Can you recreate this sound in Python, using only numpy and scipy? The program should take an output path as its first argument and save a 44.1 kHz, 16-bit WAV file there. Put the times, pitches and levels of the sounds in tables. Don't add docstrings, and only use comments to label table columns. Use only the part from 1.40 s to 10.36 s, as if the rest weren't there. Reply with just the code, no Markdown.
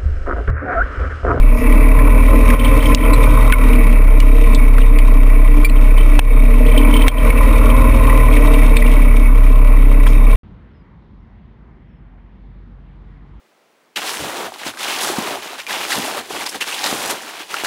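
import sys
import numpy as np
from scipy import signal
from scipy.io import wavfile
from scipy.ndimage import uniform_filter1d

SR = 44100
rng = np.random.default_rng(int(sys.argv[2]) if len(sys.argv) > 2 else 0)


def generate_wav(signal):
    frames = np.transpose(np.atleast_2d(signal))
    scaled = np.clip(frames, -1, 1) * 32767
    pcm = np.round(scaled).astype(np.int16)
    wavfile.write(sys.argv[1], SR, pcm)


def convert_level_to_amplitude(level_db):
    exponent = np.asarray(level_db, float) / 20
    return 10 ** exponent


N = 395136
T = np.arange(N) / SR

# start [s], peak level [dB], pitch [Hz], width [Hz], recorder overload [dB].
SLAPS = [(1.5468, -2, 5000, 3000, 0), (1.5472, 0, 2900, 1500, 7), (2.1226, -1, 1750, 900, 7),
         (2.8016, -14, 3500, 4000, 0), (3.1472, -9, 3400, 4000, 1.5), (4.2962, -20, 2600, 400, 0),
         (4.7906, -1, 300, 1100, 8), (4.7913, -14, 4600, 3000, 0), (4.7917, -3, 2650, 600, 0),
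         (5.3192, -28, 5500, 4000, 0), (5.5142, -28, 5500, 4000, 0), (5.5692, -27, 5500, 4000, 0),
         (5.6809, 1, 2250, 700, 10), (5.6811, -5, 5000, 3500, 0), (5.6813, -6, 800, 900, 0),
         (6.9682, -17, 1800, 900, 0), (7.3682, -8, 2650, 900, 2)]
# start [s], peak level [dB], pitch [Hz], width [Hz], recorder overload [dB].
KNOCKS = [(.5882, -16, 1700, 700, 1), (1.1012, -8, 2000, 500, .5), (1.1016, -24, 5500, 900, 0),
          (1.1502, -20, 1100, 600, 8), (1.3952, -18, 1100, 600, 6), (1.4262, -12, 1100, 900, 0),
          (2.1252, -11, 1470, 200, 0), (2.1332, -10, 2200, 200, 0), (3.3812, -12, 1100, 900, 0),
          (3.5862, -10, 2100, 900, 0), (4.2432, -10, 2350, 70, 6), (5.9032, -8, 2200, 500, 6),
          (6.6962, -14, 1950, 300, 0), (7.4212, -12, 2000, 250, 0), (8.6652, -13, 1100, 700, 0)]


def rms_one(x):
    return x / np.sqrt(np.mean(x ** 2) + 1e-20)


def drift(rate):
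    r = np.exp(-80 * np.pi * rate / SR)
    noise = rng.standard_normal(N // 40 + 2002)
    slow = signal.lfilter([1], [1, -2 * r, r * r], noise)[2000:]
    return np.interp(np.arange(N) / 40, np.arange(len(slow)), rms_one(slow))


def resonance(x, hz, width_hz):
    r = np.exp(-np.pi * width_hz / SR)
    zeros = np.array([1, 0, -1]) * (1 - r * r) / 2
    return signal.lfilter(zeros, [1, -2 * r * np.cos(2 * np.pi * hz / SR), r * r], x)


def steep_resonance(x, hz, width_hz):
    return resonance(resonance(x, hz, width_hz), hz, width_hz)


def case(push, modes, patchy_db):
    ringing = np.zeros(N)
    for k, (hz, width_hz, db) in enumerate(modes):
        level = convert_level_to_amplitude(db + patchy_db * drift(3.8))
        ringing += (-1) ** k * level * resonance(push, hz, width_hz)
    return rms_one(ringing)


def crank():
    # time [s], firing rate [firings per s].
    speed = [(0.0, 33.1), (0.7, 38.3), (1.1, 39.45), (1.7, 38.03), (2.13, 37.45), (2.55, 34.0),
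             (2.8, 33.25), (3.6, 32.5), (4.3, 32.75), (4.8, 32.5), (5.35, 35.65), (5.9, 38.1), (6.45, 39.3),
             (6.75, 38.8), (7.25, 34.9), (7.65, 34.4), (8.0, 33.5), (8.96, 33.75)]
    rate = np.interp(T, *np.transpose(speed))
    slip = .3 * np.interp(T, [.17, .24], [1, 0])
    return rate, np.cumsum(rate) / SR + .03 + slip


def rumble(low_db):
    # centre [Hz], width [Hz], rms level [dB].
    bands = [(60, 95, -31), (117, 98, -39), (161, 81, -43), (435, 324, -39.5), (700, 640, -42.5),
             (1650, 880, -49)]
    shudder = np.zeros(N)
    for hz, width_hz, db in bands:
        band = rms_one(steep_resonance(rng.standard_normal(N), hz, width_hz))
        shudder += convert_level_to_amplitude(db + 1.9 * drift(3.0)) * band
    return shudder * convert_level_to_amplitude(0.93 * (low_db + 22.5))


def swishes():
    # centre time [s], length [s], level [dB], pitch [Hz], width [Hz].
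    slides = [
        (.19, .09, -46, 5400, 1000),
        (1.46, .09, -38, 5400, 1000),
        (8.69, .07, -42, 5300, 1300),
    ]
    noise, out = rng.standard_normal(N), np.zeros(N)
    for s, length, db, hz, width_hz in slides:
        swell = np.exp(-(2 * (T - s) / length) ** 2)
        out += convert_level_to_amplitude(db) * swell * rms_one(steep_resonance(noise, hz, width_hz))
    return out


def brushing():
    # time [s], level [dB].
    grass = [(.1, -52), (.35, -44), (.6, -47), (1.0, -37), (1.5, -36), (1.7, -40), (1.9, -34.5),
             (2.45, -40.5), (2.7, -47), (3.05, -37.5), (3.3, -45.5), (4.25, -45), (4.6, -44), (5.4, -41),
             (6.85, -34.5), (7.6, -39), (8.2, -46), (8.7, -41.5)]
    # pitch [Hz], width [Hz], level [dB].
    brush_modes = [(2655, 100, 2), (3150, 270, -2.5), (3670, 125, 1.5), (3770, 122, 0), (4220, 25, -4),
                   (4630, 250, -19), (5060, 90, -29), (5590, 2400, -27), (5630, 370, -8)]
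    brush_db = np.interp(T, *np.transpose(grass)) - 0.4 * drift(12.0)
    born = rng.random(N) < 250 * convert_level_to_amplitude(5.0 * drift(12.0)) / SR
    grain_db = 5.6 * np.minimum(rng.exponential(1, N), 4)
    grains = born * convert_level_to_amplitude(grain_db) * rng.choice([-1, 1], N)
    hiss = 0.88 * convert_level_to_amplitude(2.8 * drift(41.0)) * rng.standard_normal(N)
    return convert_level_to_amplitude(brush_db) * case(rms_one(grains) + hiss, brush_modes, patchy_db=1.2)


def burst(noise, hz, width_hz, t60, rise):
    t = np.arange(len(noise)) / SR
    contact = noise + 130 / width_hz * np.sin(2 * np.pi * hz * t)
    envelope = convert_level_to_amplitude(-60 * t / t60) * (1 - np.exp(-t / rise))
    rung = steep_resonance(contact * envelope, hz, 1.5 * width_hz)
    return rung / np.max(np.abs(rung))


def rattle_ticks():
    # start [s], length [s], peak level [dB], loss on every second tap [dB], case modes [dB].
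    leans = [
        (1.1428, .19, -22, 7, 10),
        (1.4032, .12, -18, 1, 4),
        (1.5818, .09, -26, 4, 3),
        (5.2624, .17, -20, 5, 0),
        (5.483, .15, -16, -1, 0),
        (5.7807, .04, -22, 1, 0),
    ]
    pitch_hz, spread_db = 3090, 6
    turns, rows = crank()[1], []
    chances = rng.standard_normal((len(leans), 12, 2))
    for (start, length, db, weak_db, body_db), chance in zip(leans, chances):
        first, last = np.interp([start, start + length], T, turns)
        for k, s in enumerate(np.interp(np.arange(first, last), turns, T)):
            late = .001 * chance[k, 0] * (k > 0)
            tap_db = db - weak_db * (k % 2) + spread_db * chance[k, 1]
            rows.append((s + late, tap_db, pitch_hz, body_db))
    return rows


def stalks():
    # start [s], peak level [dB], pitch [Hz], case modes above the tick [dB].
    lone_ticks = [(0.325, -40, 3720, 33), (0.9093, -41, 2870, 5), (1.0839, -32, 3180, 5),
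                  (1.733, -14, 4030, 7), (1.7853, -36, 3630, 5), (1.8292, -19.5, 3620, 2),
                  (2.126, -16, 2720, 1), (2.3301, -24, 3000, 23), (2.5237, -26, 2800, 3),
                  (2.801, -20.5, 2870, 18), (3.148, -18, 3560, -14), (3.4116, -21, 2890, -1),
                  (3.5896, -27, 3070, 18), (4.2468, -19, 4570, 16), (4.2945, -26, 4120, -6),
                  (4.362, -30, 3100, -14), (4.577, -19.5, 3050, -5), (4.607, -21, 3090, -4),
                  (5.681, -11, 3190, -5), (5.9843, -32, 2950, 15), (6.132, -27, 3670, 14),
                  (6.3, -21, 3140, 20), (6.9246, -21, 3300, 11), (6.9681, -23, 2800, 16),
                  (7.138, -18.5, 3660, 17), (7.3671, -10.5, 3660, 19.5), (7.4614, -16, 2720, -4),
                  (8.6678, -18, 3270, 0)]
    out = np.zeros(N + 4096)
    noises = rng.standard_normal((72, 3, 2048))
    for (s, db, hz, body_db), (crack, bright, dull) in zip([*lone_ticks, *rattle_ticks()], noises):
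        tick = burst(bright, hz, width_hz=520, t60=.055, rise=.0012)
        tick += convert_level_to_amplitude(-22.0) * burst(crack, 4600, width_hz=3000, t60=.008, rise=.0002)
        thud = convert_level_to_amplitude(body_db - 9.5) * burst(dull, 2330, width_hz=580, t60=.035, rise=.0002)
        out[round(s * SR):][:2048] += convert_level_to_amplitude(db - 2.0) * (tick + thud)
    for blows, t60 in ((SLAPS, .014), (KNOCKS, .036)):
        noises = rng.standard_normal((len(blows), 4096))
        for (s, db, hz, width_hz, _), noise in zip(blows, noises):
            out[round(s * SR):][:4096] += convert_level_to_amplitude(db) * burst(noise, hz, width_hz, t60, rise=.0006)
    return out[:N]


def shake_db(rate):
    full_hz, loss_db_per_hz = 34.5, 0.24
    jolt_s, sink_s, back_s = 0.2, 0.029, .035
    away = np.where(T < jolt_s, (jolt_s - T) / sink_s, (T - jolt_s) / back_s)
    return -5 - loss_db_per_hz * np.maximum(rate - full_hz, 0) - 23 * np.exp(-away)


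def group_db(shared, light_db, load_share, db_per_hz, wander_db):
    # time [s], level above light load [dB].
    load = [(0, -2.5), (.16, -1), (.25, 4), (1.0, 4), (1.5, 9), (1.9, 4.5), (2.4, 4.5), (2.72, -2),
            (3.1, 2), (3.28, -1.5), (4.4, -1), (5.1, -0.5), (5.4, 5.5), (6.0, 5), (7.1, 5), (7.6, 3),
            (8.0, -2.5), (8.6, -0.5)]
    load_db = load_share * np.interp(T, *np.transpose(load))
    wander = .7 * shared + .7 * drift(4.0)
    return light_db + load_db + db_per_hz * (crank()[0] - 33) + wander_db * wander


def firing_push(turns, clean, gate_db, uneven_db):
    at = np.flatnonzero(np.diff(np.floor(turns)))
    kicks = np.zeros(N)
    kick_db = uneven_db * rng.standard_normal(400)[:len(at)] - 0.78 * (np.arange(len(at)) % 2)
    kicks[at] = convert_level_to_amplitude(kick_db)
    flutter = .6 * drift(30.0) + .6 * drift(150.0)
    swell = convert_level_to_amplitude(gate_db * np.cos(2 * np.pi * (turns - .08)) + uneven_db * flutter)
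    clatter = rms_one(swell * rng.standard_normal(N))
    return clean * rms_one(kicks) + np.sqrt(1 - clean ** 2) * clatter


def orders(rate, turns):
    # multiple of the firing rate, level at light load [dB], gain with speed [dB per Hz], lead [cycles].
    clean_orders = [(1.5, -36, 2.3, .15), (2, -29.5, .4, -.15), (2.5, -40, 1.9, .09), (3, -32, -.2, -.15),
                    (3.5, -47, 0, .45), (4, -43, 0, -.06), (5, -42, 0, -.4)]
    # pitch [Hz], half width [Hz], lift [dB].
    frame_modes = [(113, 5, 7), (140, 7, 13)]
    out = np.zeros(N)
    for multiple, db, db_per_hz, lead in clean_orders:
        lift_db = sum(top_db / (1 + ((multiple * rate - hz) / half_hz) ** 2)
                      for hz, half_hz, top_db in frame_modes)
        level = convert_level_to_amplitude(db + lift_db + db_per_hz * (rate - 33) + 1.2 + 2.2 * drift(1.5))
        cycles = multiple * turns + lead + .05 * drift(2.5)
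        out += np.sqrt(2) * level * np.cos(2 * np.pi * cycles)
    return out


def gear_whine(rate, turns, middle_db):
    # teeth per firing, level against the middle modes [dB], speed wander [cycles].
    gears = [(26.5, -4.5, .28), (13.7, -6, .14)]
    out = np.zeros(N)
    for teeth, db, wander in gears:
        level = convert_level_to_amplitude(middle_db + db + 1.3 * (rate - 36.5) + 1.5 * drift(12.0))
        whine = level * np.cos(2 * np.pi * (teeth * turns + wander * drift(9.0)))
        out += np.sqrt(2) * resonance(whine, teeth * 39, teeth * 4)
    return out


def engine(low_db, middle_db, high_db):
    # pitch [Hz], width [Hz], level [dB].
    low_modes = [(240.7, 14.8, 1.5), (263.2, 28.2, -1.5), (290.7, 12.6, 2), (327.6, 15, -15.5),
                 (431.8, 32, -9), (462.7, 26.5, -5.5), (527, 32, -17), (590.5, 40, -11.5),
                 (613.7, 22.5, -7), (644.4, 19.7, -10.5)]
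    # pitch [Hz], width [Hz], level [dB].
    middle_modes = [(851, 29, -14), (899, 22.5, -10), (1035.6, 65.6, -3), (1185, 276, -10.5),
                    (1350, 148, -11.5), (1501, 20, -15.5)]
    # pitch [Hz], width [Hz], level [dB].
    high_modes = [(1958, 100, -11.5), (2221, 43, -5.5), (2342, 132, -8.5), (2506, 228, -13),
                  (2604, 67, -10.5)]
    rate, turns = crank()
    shake = np.sqrt(2) * convert_level_to_amplitude(shake_db(rate) + 1.2) * np.cos(2 * np.pi * turns)
    out = shake + orders(rate, turns) + gear_whine(rate, turns, middle_db)
    firing = turns - .4 + .07 * (rate - 33)
    low = case(firing_push(firing, .78, gate_db=3.0, uneven_db=1.5), low_modes, patchy_db=1.8)
    middle = case(firing_push(firing, .35, gate_db=2.5, uneven_db=2.5), middle_modes, patchy_db=.8)
    high = case(firing_push(firing + .1, .25, gate_db=2.5, uneven_db=2.4), high_modes, patchy_db=.7)
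    return out + convert_level_to_amplitude(low_db) * low + convert_level_to_amplitude(middle_db + 0.5) * middle + convert_level_to_amplitude(high_db) * high


def recover(over_db):
    fall_db = 45 * T
    cut = np.maximum.accumulate(over_db + fall_db) - fall_db
    return uniform_filter1d(cut, size=88)


def scene():
    shared = drift(4.0)
    low_db = group_db(shared, light_db=-22, load_share=0.97, db_per_hz=0.06, wander_db=-0.2)
    middle_db = group_db(shared, light_db=-31.5, load_share=.5, db_per_hz=0.84, wander_db=1.0)
    high_db = group_db(shared, light_db=-30.5, load_share=1.08, db_per_hz=-0.0248, wander_db=0.32)
    steady = rumble(low_db) + swishes() + brushing() + engine(low_db, middle_db, high_db)
    steady = steady * np.minimum((T[-1] - T) / .003, 1)
    over_db = np.zeros(N)
    for s, _, _, _, blow_over_db in [*SLAPS, *KNOCKS]:
        over_db[round((s + .0015) * SR)] = max(blow_over_db, 0)
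    return (steady * convert_level_to_amplitude(-recover(over_db)) + stalks())[None, :]


def top_cut(x):
    return signal.sosfilt(signal.butter(12, 16420, fs=SR, output="sos"), x)


def record(dry):
    ceiling = .94
    over_db = np.maximum(20 * np.log10(np.abs(dry[0]) / ceiling + 1e-9), 0)
    limited = np.clip(dry[0] * convert_level_to_amplitude(-.7 * recover(over_db)), -.95, .95)
    held = np.repeat(signal.resample_poly(limited, 40, 147), 4)
    out = signal.resample_poly(held, 147, 160)[:N]
    out = signal.sosfilt(signal.ellip(12, .3, 70, 15250, fs=SR, output="sos"), out)
    return top_cut(out[None, :])


dry = scene()
out = record(dry)
generate_wav(out)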